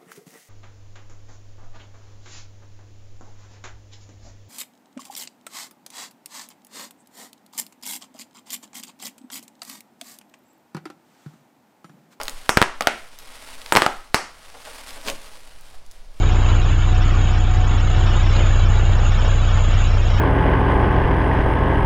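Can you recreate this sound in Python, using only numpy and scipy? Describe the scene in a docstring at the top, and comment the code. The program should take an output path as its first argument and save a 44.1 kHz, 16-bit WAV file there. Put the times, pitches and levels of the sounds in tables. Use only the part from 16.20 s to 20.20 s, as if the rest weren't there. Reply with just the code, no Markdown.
"""Vibratory finishing tub in a workshop.

Heard from just above the rim, an off-centre weight shakes the tub about thirty times a second.
The load lands differently on every other turn, and heavy landings make the drone throb.
Thousands of small metal pieces clatter in time and the walls ring.
A ringing treble chatter and a thin, flickering band of high hiss are also heard."""
import sys
import numpy as np
from scipy import signal
from scipy.fft import rfft, irfft
from scipy.io import wavfile
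from scipy.ndimage import uniform_filter1d

SR = 44100
rng = np.random.default_rng(int(sys.argv[2]) if len(sys.argv) > 2 else 0)


def bounce(signal):
    """Save signal as a 16-bit WAV file at the path given by the first command-line argument."""
    frames = np.transpose(np.atleast_2d(signal))
    limited = np.clip(frames, -1, 1)
    pcm = np.round(limited * 32767).astype(np.int16)
    wavfile.write(sys.argv[1], SR, pcm)


N = 176400
LANDING_TURNS, KNOCK_TURNS = 0.21, 1.367  # where the load lands and knocks back


def undb(db):
    """dB to amplitude."""
    return 10 ** (np.asarray(db) / 20)


def level(x, db):
    """Set the rms level."""
    return x * undb(db) / np.sqrt(np.mean(x ** 2))


def curve(t, points):
    """Straight lines through (time_s, value) points."""
    return np.interp(t, *np.array(points).T)


def walk(rate_hz):
    """Random steps, smoothed twice; rms 1."""
    hold = int(SR / rate_hz)
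    steps = np.repeat(rng.standard_normal(512)[:N // hold + 1], hold)
    return level(uniform_filter1d(uniform_filter1d(steps, hold), hold)[:N], 0)


def colour(x, points):
    """Minimum-phase filter through (freq_hz, gain_db) points."""
    hz, db = np.array(points, float).T
    f = np.maximum(np.fft.rfftfreq(N, 1 / SR), 1)
    gain = undb(np.interp(np.log(f), np.log(np.sort(hz)), db))
    cepstrum = irfft(np.log(gain), N)
    cepstrum[1:N // 2] *= 2
    cepstrum[N // 2 + 1:] = 0
    return irfft(rfft(x) * np.exp(rfft(cepstrum)), N)


def ring(x, hz, width_hz):
    """One resonance, gain 1 at its centre."""
    f = np.maximum(np.fft.rfftfreq(N, 1 / SR), 1)
    return irfft(rfft(x) / (1 + 1j * (f * f - hz * hz) / (f * width_hz)), N)


def band(x, hz, width_hz):
    """Two equal resonances in series."""
    return ring(ring(x, hz, width_hz), hz, width_hz)


def pings(rows, t60_s, attack_s=0.0015):
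    """Decaying sines from (start_sample, pitch_hz, amplitude) rows."""
    t = np.arange(SR // 12) / SR
    fade = (1 - np.exp(-t / attack_s)) * np.exp(-np.log(1000) * t / t60_s)
    out = np.zeros(N + len(t))
    for start, hz, size in rows:
        out[start:start + len(t)] += size * fade * np.sin(2 * np.pi * hz * t)
    return out[:N]


def tones(angle, orders, waver_db, lag_rad):
    """Wavering harmonics of a rotation; the tub answers with a lag."""
    return sum(np.sqrt(2) * undb(db + waver_db * walk(6.1)) * np.cos(round(order) * angle - lag_rad)
               for order, db in orders)


def shaking(angle, churn_db=0.84):
    """Force on the pieces: peaks as they land, uneven on alternate turns, with a random churn."""
    landing = angle - 2 * np.pi * LANDING_TURNS
    throw = 0.13 * np.cos(landing) + 0.027 * np.cos(2 * landing) + 0.057 * np.cos(landing / 2)
    return np.exp(throw) * undb(churn_db * walk(22.02))


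def impacts(shake, hits_per_s=5500, spread_db=3.5):
    """Random impulses of capped strength, scaled by the shaking."""
    happens = rng.random(N) < hits_per_s / SR
    sign = np.sign(rng.standard_normal(N))
    strength = undb(spread_db * np.minimum(rng.standard_normal(N), 2))
    return happens * sign * strength * shake


def hiss(shake, flicker_db=1.5, flicks_per_s=5.5, flick_s=0.035, flick_dip=0.71):
    """A thin band of high hiss flickers and now and then dips briefly to a lower band."""
    # hiss spectrum: freq_hz, gain_db
    spectrum = [(6200, -47.5), (6330, -8), (6400, 2), (7270, 3.5), (7340, -28), (7600, -44.5)]
    high = level(colour(impacts(np.sqrt(shake)), spectrum), -45) * undb(flicker_db * walk(43))
    low = level(band(impacts(shake), hz=5390, width_hz=580), -48)
    hold = int(flick_s * SR)
    drops = 1. * (rng.random(512) < flicks_per_s * flick_s)
    flick = uniform_filter1d(np.repeat(drops, hold)[:N], hold // 2)
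    return high * (1 - flick_dip * flick) + low * flick


def walls(shake, t, panel_hz=740.3, wander_hz=4, waver_db=3.3):
    """Pieces keep the walls ringing; one panel sings unsteadily, most in the first two seconds."""
    # wall modes: pitch_hz, width_hz, level_db
    modes = [(347.8, 6.3, -47), (506, 17, -50.5), (847.3, 9, -45.5), (1079, 17, -50.5), (1242, 14, -48),
             (1657, 18, -53.5), (2265, 41, -49), (2560, 7.7, -54.5)]
    # ring of the loudest panel: time_s, level_db
    panel_levels = [(0, -46), (.11, -32), (.3, -42), (.55, -46), (.7, -37.5), (1.05, -40.5), (1.2, -37.5),
                    (1.5, -35.5), (1.62, -43), (1.73, -36), (1.85, -46), (2.02, -41), (2.2, -54.5),
                    (3.2, -45.5), (4, -49)]
    hits = impacts(shake)
    phase = 2 * np.pi * np.cumsum(panel_hz + wander_hz * walk(40)) / SR
    panel = level(np.sin(phase) * undb(waver_db * walk(25)), 0)
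    ringing = sum(level(ring(hits, hz, width_hz), db) for hz, width_hz, db in modes)
    return panel * undb(curve(t, panel_levels)) + ringing


def hollows(shake, t, waver_db=1.2):
    """Clatter booms in the open tub; the lower resonance yields to the upper as the listener moves."""
    # hollow resonances at the listener: time_s, lower_db, upper_db
    levels = [(0, -39.5, -54.5), (.8, -37, -54.5), (1.6, -40, -56), (2.101, -39, -39), (2.8, -49, -37),
              (4, -48.5, -41.5)]
    time_s, lower_db, upper_db = np.array(levels).T
    out = 0
    for hz, width_hz, db in ((289.7, 120, lower_db), (563, 330, upper_db)):
        boom = band(impacts(shake), hz, width_hz) * undb(waver_db * walk(20))
        out = out + level(boom, 0) * undb(np.interp(t, time_s, db))
    return out


def slaps(angle, width_turns=0.082):
    """Every other turn the load slaps the tub, at the stroke and again as it knocks back."""
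    turns = angle / (2 * np.pi)
    gate = sum(np.exp(-(((turns - at + 1) % 2 - 1) / width_turns) ** 2) for at in (1, KNOCK_TURNS))
    burst = rng.standard_normal(N) * gate
    return level(band(burst, hz=285, width_hz=287), -40.5)


def rumble(angle, pulse_depth=0.35):
    """The shifting mass of the load thuds dully on each stroke."""
    # rumble spectrum: freq_hz, gain_db
    spectrum = [(15, -23), (40, -20), (70, -6), (94, 1), (115, -0.5), (150, -4), (200, -9), (300, -15.5),
                (500, -63)]
    pulse = np.exp(pulse_depth * np.cos(angle - 2 * np.pi * LANDING_TURNS))
    return level(colour(rng.standard_normal(N) * pulse, spectrum), -33)


def thuds(t, pitch_hz=94.5, rise_s=0.009, t60_s=0.15, gain_db=-15.5):
    """Several times a second the load lands heavily and the tub booms."""
    # heavy landings: peak_s, gain_db
    landings = [(.330, 1), (0.529, -2), (0.596, -12), (.725, -5), (0.792, -8), (0.989, -4), (1.187, -12),
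                (1.382, 0), (1.579, -6), (1.645, -9), (1.777, -0.5), (1.843, -1), (2.041, -10), (2.107, -8),
                (2.237, -5), (2.303, -13), (2.434, -1), (2.501, -5), (2.696, 3.5), (2.895, -1),
                (3.092, -3.5), (3.355, -4.5), (3.551, 2), (3.748, -1), (3.946, -3)]
    out = 0
    for peak_s, db in landings:
        age_s = t - peak_s
        rise = (np.minimum(age_s, 0) / rise_s) ** 2
        decay = np.log(1000) * np.maximum(age_s, 0) / t60_s
        out = out + undb(gain_db + db) * np.exp(-rise - decay) * np.cos(2 * np.pi * pitch_hz * age_s)
    return out


def drone(angle, gain_db=1.6):
    """The weight drives the tub once a turn; the load knocks back every other turn, adding tones."""
    # tub drone: shaft_order, gain_db
    stroke_orders = [(1, -15.5), (2, -25), (3, -20), (5, -33.5), (7, -44.5)]
    # load rocking over two turns: half_shaft_order, gain_db
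    rock_orders = [(3, -37), (5, -30), (7, -35.5), (8, -36.5), (9, -38.5), (13, -45.5), (15, -52),
                   (17, -59)]
    rock_angle = (angle - 2 * np.pi * KNOCK_TURNS) / 2
    stroke = tones(angle, stroke_orders, waver_db=0.54, lag_rad=0.36)
    rocking = tones(rock_angle, rock_orders, waver_db=0.6, lag_rad=1.17)
    return undb(gain_db) * (stroke + rocking)


def chatter(shake, pings_per_s=560, low_hz=1549, high_hz=4005, spread_db=1.2, clink_s=2.157):
    """Ringing treble chatter of short pings at random pitches, with one brighter clink."""
    # spectrum of the chatter: freq_hz, gain_db
    spectrum = [(1500, -4.5), (1750, 2.5), (1970, -1.5), (2280, -0.5), (2500, -1.5), (2750, 1),
                (3300, -0.5), (3700, -3), (4000, -2), (4200, -24.5)]
    # modes of the bright clink: pitch_hz, gain_db
    clink_modes = [(3950, 1.5), (4270, -4), (4640, -10), (4900, -8.5)]
    chance, pitch, size = rng.random(N), rng.random(N), rng.standard_normal(N)
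    starts = np.flatnonzero(chance < pings_per_s / SR)
    pitch_hz = low_hz + (high_hz - low_hz) * pitch[starts]
    strength = shake[starts] * undb(spread_db * size[starts])
    many = pings(zip(starts, pitch_hz, strength), t60_s=0.105)
    clink = pings([(int(clink_s * SR), hz, undb(db - 31)) for hz, db in clink_modes], t60_s=0.089)
    return level(colour(many, spectrum), -36.5) + clink


def crunch(shake, t, knocks_per_s=380, low_hz=577.6, high_hz=1599):
    """Clumps of pieces knock together with short dull rings: the coarse grain of the rattle."""
    # crunch, fuller over the open tub: time_s, gain_db
    gains = [(0, -36), (1.5, -37), (2.2, -38), (2.7, -36.5), (3.3, -35.5), (4, -42.5)]
    chance, pitch = rng.random(N), rng.random(N)
    starts = np.flatnonzero(chance < knocks_per_s / SR)
    pitch_hz = low_hz + (high_hz - low_hz) * pitch[starts]
    knocks = pings(zip(starts, pitch_hz, shake[starts]), t60_s=0.051)
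    return level(knocks, 0) * undb(curve(t, gains))


def clatter(shake, surge_hz=(327, 517, 920), surge_db=3):
    """Metal pieces collide; the lower bands surge and sink as the load turns over."""
    # clatter spectrum: freq_hz, gain_db
    spectrum = [(120, -8), (290, -4), (430, -1.5), (520, -3.5), (700, -2), (930, -4.5), (1100, -3.5),
                (1430, -4), (1750, -10), (1970, -19), (2280, -11.5), (2500, -18.5), (2750, -11.5),
                (3300, -11.5), (3700, -28), (4080, -18.5), (5200, -21), (5700, -30), (6400, -25),
                (7500, -29.5), (8200, -55)]
    hits = impacts(shake)
    surge = sum(ring(hits, hz, width_hz=0.44 * hz) * (undb(surge_db * walk(14)) - 1) for hz in surge_hz)
    return level(colour(hits + surge, spectrum), -33)


def scene(first_stroke_s=0.0217):
    """The running tub at the moving listener, mono."""
    # shaft speed: time_s, speed_hz
    shaft = [(0, 30.34), (.7, 30.37), (1.1, 30.47), (1.8, 30.45), (2.2, 30.38), (2.55, 30.375),
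             (2.9, 30.485), (3.27, 30.45), (3.65, 30.38), (4, 30.39)]
    # loudness at the listener: time_s, machine_gain_db, upper_gain_db
    nearness = [(0, 0, 0.4), (.5, -1.1, 0.5), (1.2, -1, -0.5), (1.65, -1.1, -0.6), (1.9, -0.5, 1.3),
                (2.6, -0.4, -0.16), (2.9, -0.9, 0), (3.3, -1.3, 0.44), (4, -1.1, 0.1)]
    t = np.arange(N) / SR
    speed_hz = curve(t, shaft)
    angle = 2 * np.pi * (np.cumsum(speed_hz) / SR - speed_hz[0] * first_stroke_s)
    shake = shaking(angle)
    machine = drone(angle) + thuds(t) + slaps(angle) + rumble(angle)
    load = clatter(shake) + crunch(shake, t)
    treble = chatter(shake) + hiss(shake)
    time_s, machine_gain_db, upper_gain_db = np.array(nearness).T
    machine *= undb(np.interp(t, time_s, machine_gain_db))
    upper = (load + treble) * undb(np.interp(t, time_s, upper_gain_db))
    return (machine + upper + walls(shake, t) + hollows(shake, t))[None]


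def record(dry):
    """Steep low-pass on the top treble."""
    cutoff_hz = 8150
    return signal.sosfilt(signal.ellip(10, .2, 80, cutoff_hz, fs=SR, output="sos"), dry)


dry = scene()
out = record(dry)
bounce(out)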